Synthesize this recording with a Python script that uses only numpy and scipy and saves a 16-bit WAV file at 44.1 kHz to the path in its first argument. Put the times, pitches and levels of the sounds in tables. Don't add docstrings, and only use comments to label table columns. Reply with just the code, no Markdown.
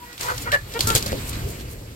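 import sys
import numpy as np
from scipy import signal
from scipy.fft import rfft, irfft
from scipy.io import wavfile
from scipy.ndimage import uniform_filter1d

SR = 44100
rng = np.random.default_rng(int(sys.argv[2]) if len(sys.argv) > 2 else 0)


def elevation(decibels):
    levels = np.asarray(decibels, float)
    return 10 ** (levels / 20)


def int16_out(signal):
    q = np.round(np.clip(np.atleast_2d(signal).T, -1, 1) * 32767)
    wavfile.write(sys.argv[1], SR, q.astype(np.int16))


N = 85995
T = np.arange(N) / SR
F = np.arange(N // 2 + 1) * SR / N + 1e-3

# (time [s], rustle [dB], buffeting [dB], tub rumble [dB])
STRUGGLE = [(0.0, -50.5, -60, -52), (0.048, -48, -48.5, -53.5), (0.19, -48, -53, -59.5),
            (0.21, -34, -35.5, -49), (0.336, -43.5, -36, -60), (0.406, -39.5, -33.5, -47.5),
            (0.51, -46, -32, -44), (.64, -48, -37, -53), (0.738, -42.5, -39, -46.5),
            (0.852, -35.5, -24, -41.5), (0.922, -36, -32, -35.5), (0.96, -31, -19.5, -47),
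            (0.988, -38, -34, -39), (1.302, -40.5, -31.5, -41.5), (1.45, -43.5, -27.5, -39.5),
            (1.542, -44, -35.5, -43), (1.748, -49, -33, -49), (1.95, -51, -41, -48.5)]


def unit(x):
    return x / np.sqrt(np.mean(x ** 2))


def shape(points, hz):
    p = np.array(points, float)
    return elevation(np.interp(np.log(hz), np.log(np.maximum(p[:, 0], 1)), p[:, 1]))


def band(x, hz, width):
    return signal.lfilter(*signal.iirpeak(min(hz, .4 * SR), hz / width, fs=SR), x)


def walk(rate, count=N):
    k = max(int(SR / rate), 1)
    steps = np.repeat(rng.standard_normal(count // k + 1), k)
    return 1.3 * uniform_filter1d(uniform_filter1d(steps, k), k)[:count]


def add(out, t, x):
    i = int(round(t * SR))
    x = x[max(-i, 0):N - i]
    start = max(i, 0)
    out[start:start + len(x)] += x


def struggle_level(column):
    table = np.array(STRUGGLE)
    return np.interp(T, table[:, 0], table[:, column])


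def flicker(points, lo, count, patchy_db, rate):
    out = 0
    for hz in lo * 2 ** (np.arange(count) / 2):
        lobe = np.clip(1 - 2 * np.abs(np.log2(F / hz)), 0, 1) ** .5
        noise = irfft(rfft(rng.standard_normal(N)) * lobe * shape(points, F), N)
        out = out + elevation(patchy_db * walk(rate)) * noise
    return unit(out)


def clucks():
    # (start [s], length [s], pitch [Hz], roughness [0-1])
    calls = [(-.005, .06, 486, .08), (.04, .12, 484, .08), (.206, .12, 490, .36), (.272, .056, 512, .55),
             (.304, .058, 498, .3), (.457, .048, 478, .45), (.523, .044, 581, .3), (.744, .042, 466, .1),
             (.869, .072, 453, .2), (.44, .062, 540, .1), (.502, .02, 520, .25)]
    # (centre [Hz], lift [dB], cluck level [dB])
    beaks = [(970, 19, -39), (1700, 5.5, -45.5), (1000, 9, -29.5), (1337, 15, -25.5), (500, 9, -34.5),
             (1282, 8, -28), (1750, 9, -15.5), (454, 4.5, -24.5), (1290, 13, -21.5), (2130, 18, -46),
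             (1550, 25, -30.5)]
    contours = [(.65, 0), (.5, .01), (.7, .04), (.6, 0), (.25, 0), (.4, 0), (.45, -.05), (.6, .035),
                (.45, -.035), (.35, -.04), (.6, .2)]
    # (frequency [Hz], gain [dB])
    throat = [(300, -3), (600, -1), (1200, -0.5), (2000, -1.5), (2600, -12), (3200, -15), (4500, -31.5)]
    beak_width, arch, jitter = .2, .025, .03
    flatness = .6
    rasp_db, rasp_duty = 4.5, 0.1
    out, n = np.zeros(N), 6000
    f = np.arange(n // 2 + 1) * SR / n + 1
    for (t, length, hz, rough), (beak_hz, lift_db, db), (rise, glide) in zip(calls, beaks, contours):
        def tract(freq):
            lift = lift_db * np.exp(-(np.log(freq / beak_hz) / beak_width) ** 2)
            return shape(throat, freq) * elevation(lift)

        u = np.clip(np.arange(n) / (length * SR), 0, 1)
        bend = -arch * (2 * u - 1) ** 2 + glide * (u - .5)
        pitch = hz * (1 + bend + jitter * rough * walk(288, count=n))
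        phase = 2 * np.pi * np.cumsum(pitch) / SR

        voice = 0
        for k in range(1, 9):
            angle = k * phase + k * k
            steady = (1 - rough / 2 + rough * walk(401, count=n)) * np.sin(angle)
            flutter = rough * walk(400, count=n) * np.cos(angle)
            voice = voice + tract(k * hz) * (steady + flutter)

        puffs = rng.standard_normal(n) * np.exp(-(phase / (2 * np.pi) % 1) / rasp_duty)
        rasp = irfft(rfft(puffs) * tract(f) * np.minimum(f / 400, 1) ** 2, n)
        voice = unit(voice) + rough * elevation(rasp_db) * unit(rasp)

        warped = u ** (np.log(.5) / np.log(rise))
        swell = np.abs(np.sin(np.pi * warped)) ** flatness * (u < 1)
        add(out, t, elevation(db) * voice * swell)
    return out


def rustle():
    # (frequency [Hz], gain [dB])
    straw = [(290, -14), (500, -8), (893, -2.5), (2260, -5), (5880, -14), (8210, -13), (9630, -18),
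             (11800, -16.5), (16000, -16.5)]
    level_db, snap_db, snaps_per_s = -3, -9.5, 1200
    hits = rng.random(N) < snaps_per_s / SR
    strength = elevation(np.minimum(3 * rng.exponential(size=N), 12))
    snaps = hits * strength * np.sign(rng.standard_normal(N))
    snaps = unit(irfft(rfft(snaps) * shape(straw, F), N))
    hiss = flicker(straw, 478, count=11, patchy_db=3, rate=31)
    return unit(hiss + elevation(snap_db) * snaps) * elevation(level_db + struggle_level(1))


def buffet():
    # (frequency [Hz], gain [dB])
    gust_tone = [(12, -32), (20, -14), (43, 0.5), (123, 0), (168, -7), (334, 10), (362, -11), (653, -28.5),
                 (1000, -52), (1300, -61), (2200, -120)]
    gusts = flicker(gust_tone, 24.1, count=6, patchy_db=1.5, rate=14.38)
    return gusts * elevation(-0.5 + struggle_level(2))


def tub():
    # (frequency [Hz], gain [dB])
    tub_tone = [(140, -4), (200, 2.5), (360, 0), (500, -3), (650, -10), (1000, -34)]
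    rumble = flicker(tub_tone, 188.4, count=5, patchy_db=2.5, rate=20)
    return rumble * elevation(4 + struggle_level(3))


def feathers(hz, count):
    shared, ragged_db = 0.22, 2.5
    noise = rng.standard_normal((3, count))
    noise = np.sqrt(shared) * noise[0] + np.sqrt(1 - shared) * noise[1:]
    colour = unit(band(noise, hz, 0.92 * hz)) + 0.11 * unit(band(noise, 7400, 18000))
    return colour * elevation(ragged_db * walk(300, count=count))


def slaps():
    # (time [s], crack [dB], crack centre [Hz], tail t60 [s], thud [dB])
    hits = [(.128, -33.5, 4460, 0.15, -69), (0.1781, -27, 3220, 0.98, -52), (0.2085, -20, 5100, 1, -42.5),
            (0.3787, -21, 5750, 0.067, -43), (0.5175, -14, 3000, 0.2, -44), (0.72, -30.5, 4450, 0.35, -69),
            (0.737, -27, 4000, 0.14, -44), (0.791, -18, 3700, 0.42, -24.5), (0.806, -9, 4150, 0.087, -26.5),
            (0.871, -13, 7260, 0.37, -26), (.902, -10.5, 3060, 0.089, -21), (0.9501, -5, 7100, 0.14, -17),
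            (.959, -7, 3140, 0.16, -20.5), (1.0248, -19, 4940, 0.058, -33),
            (1.0604, -21.5, 5400, 0.2, -29.5), (1.065, -23.5, 4700, 0.077, -26.5),
            (1.1188, -29, 4140, 0.051, -20), (1.128, -42, 3000, .06, -20.5),
            (1.293, -22.5, 8400, 0.089, -41), (1.33, -26.5, 2500, 0.13, -38), (1.475, -41, 8000, 0.55, -42)]
    # (frequency [Hz], gain [dB])
    thud_modes = [(65, -6), (105, -6), (300, -3.5), (360, -4), (450, -3.5), (530, -5.5), (640, -9)]
    crack_t60_s, crack_hold_s, tail_db = 0.023, 0.0013, -9
    knock_t60_s, thud_t60_s = .015, 0.1
    push_s, push_db = .007, -1
    near, tails, s = np.zeros(N), np.zeros((2, N)), T[:12000]

    def fade(t60, hold=0):
        attack = np.minimum(s / 0.00084, 1)
        return attack * elevation(-60 * np.maximum(s - hold, 0) / t60)

    p = s / push_s
    push = -elevation(push_db) * p * (1 - p) * np.exp(-2 * p) * 2 * np.pi
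    for t, db, hz, t60, thud_db in hits:
        noise = rng.standard_normal(len(s))
        crack = band(noise, hz, 0.46 * hz) * 3
        crack = crack + (hz / 7500) ** 2 * band(noise, 6200, 17400)
        crack = crack * fade(crack_t60_s, crack_hold_s)
        add(near, t, elevation(db) * crack / np.max(np.abs(crack)))

        for port, tail in zip(tails, feathers(hz, count=len(s))):
            add(port, t, 0.43 * elevation(db + tail_db) * tail * fade(t60))

        knock = rng.standard_normal(len(s)) * fade(knock_t60_s)
        thud = 0
        for mode_hz, gain_db in thud_modes:
            tuned_hz = mode_hz * (1 + 0.078 * rng.standard_normal())
            thud = thud + elevation(gain_db) * band(knock, tuned_hz, 1.96 / thud_t60_s)
        add(near, t, elevation(thud_db) * (thud / np.max(np.abs(thud)) * 2 + push))
    return near, tails


def sweeps():
    # (centre time [s], length [s], level [dB], centre frequency [Hz])
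    strokes = [(0.237, .13, -60, 4900), (0.421, 0.064, -41.5, 8800), (0.542, 0.05, -32.5, 2730),
               (0.833, 0.055, -36.5, 4230), (0.982, 0.051, -31.5, 4800), (1.08, .05, -39.5, 5870),
               (1.284, 0.093, -41, 8800), (1.35, 0.085, -42, 2350), (1.2, 0.063, -46.5, 2570),
               (1.607, 0.065, -45, 2930), (1.498, 0.088, -45, 8900), (1.722, .1, -49, 9100)]
    out, s = np.zeros((2, N)), T[:9000]
    for t, length, db, hz in strokes:
        swell = np.sin(np.pi * np.minimum(s / length, 1)) ** 2
        for port, x in zip(out, feathers(hz, count=len(s))):
            add(port, t - length / 2, elevation(db) * x * swell)
    return out


def tin_walls(near):
    pen_t60_s = 0.13
    s = T[400:12000]
    echoes = rng.standard_normal((2, len(s))) * elevation(-60 * s / pen_t60_s)
    echoes = np.pad(band(echoes, 1190, 4400), ((0, 0), (200, 0)))
    echoes = echoes / np.sqrt(np.sum(echoes ** 2) / 2)
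    return signal.fftconvolve(near[None], echoes, axes=1)[:, :N]


def scene():
    right_lag_s, voice_late_db, voice_bounce_db = 0.0003805, -3, -3.5
    walls_db, straw_db, side_buffet_db = -16, 4, -23.5
    knocks, tails = slaps()
    voice = clucks()
    near = knocks + rustle() + tub()
    delay = np.exp(-2j * np.pi * F * right_lag_s)
    late = irfft(rfft(near + elevation(voice_late_db) * voice) * delay, N)
    late = late + elevation(voice_bounce_db) * clucks()
    near = near + voice
    walls = tin_walls(near)
    around = np.array([rustle(), rustle()])
    air = buffet() + elevation(side_buffet_db) * buffet() * np.array([[1], [-1]])
    direct = np.array([near, late])
    return direct + elevation(walls_db) * walls + elevation(straw_db) * around + air + tails + sweeps()


def roll_off(x):
    return signal.sosfilt(signal.butter(12, 16970, fs=SR, output="sos"), x)


def record(dry):
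    # (centre [Hz], width [Hz], lift [dB])
    ports = [
        [(7540, 2630, 6.5), (410, 210, 0.5)],
        [(4380, 1100, 7.5), (11830, 505, 14)],
    ]
    heard = []
    for channel, resonances in zip(dry, ports):
        ring = sum((elevation(db) - 1) * band(channel, hz, width) for hz, width, db in resonances)
        heard.append(channel + ring)
    clipped = np.clip(np.array(heard), -.98, .98)
    top_cut = signal.cheby1(10, .5, 15900, fs=SR, output="sos")
    mix = signal.sosfilt(top_cut, clipped)
    return roll_off(mix)


dry = scene()
out = record(dry)
int16_out(out)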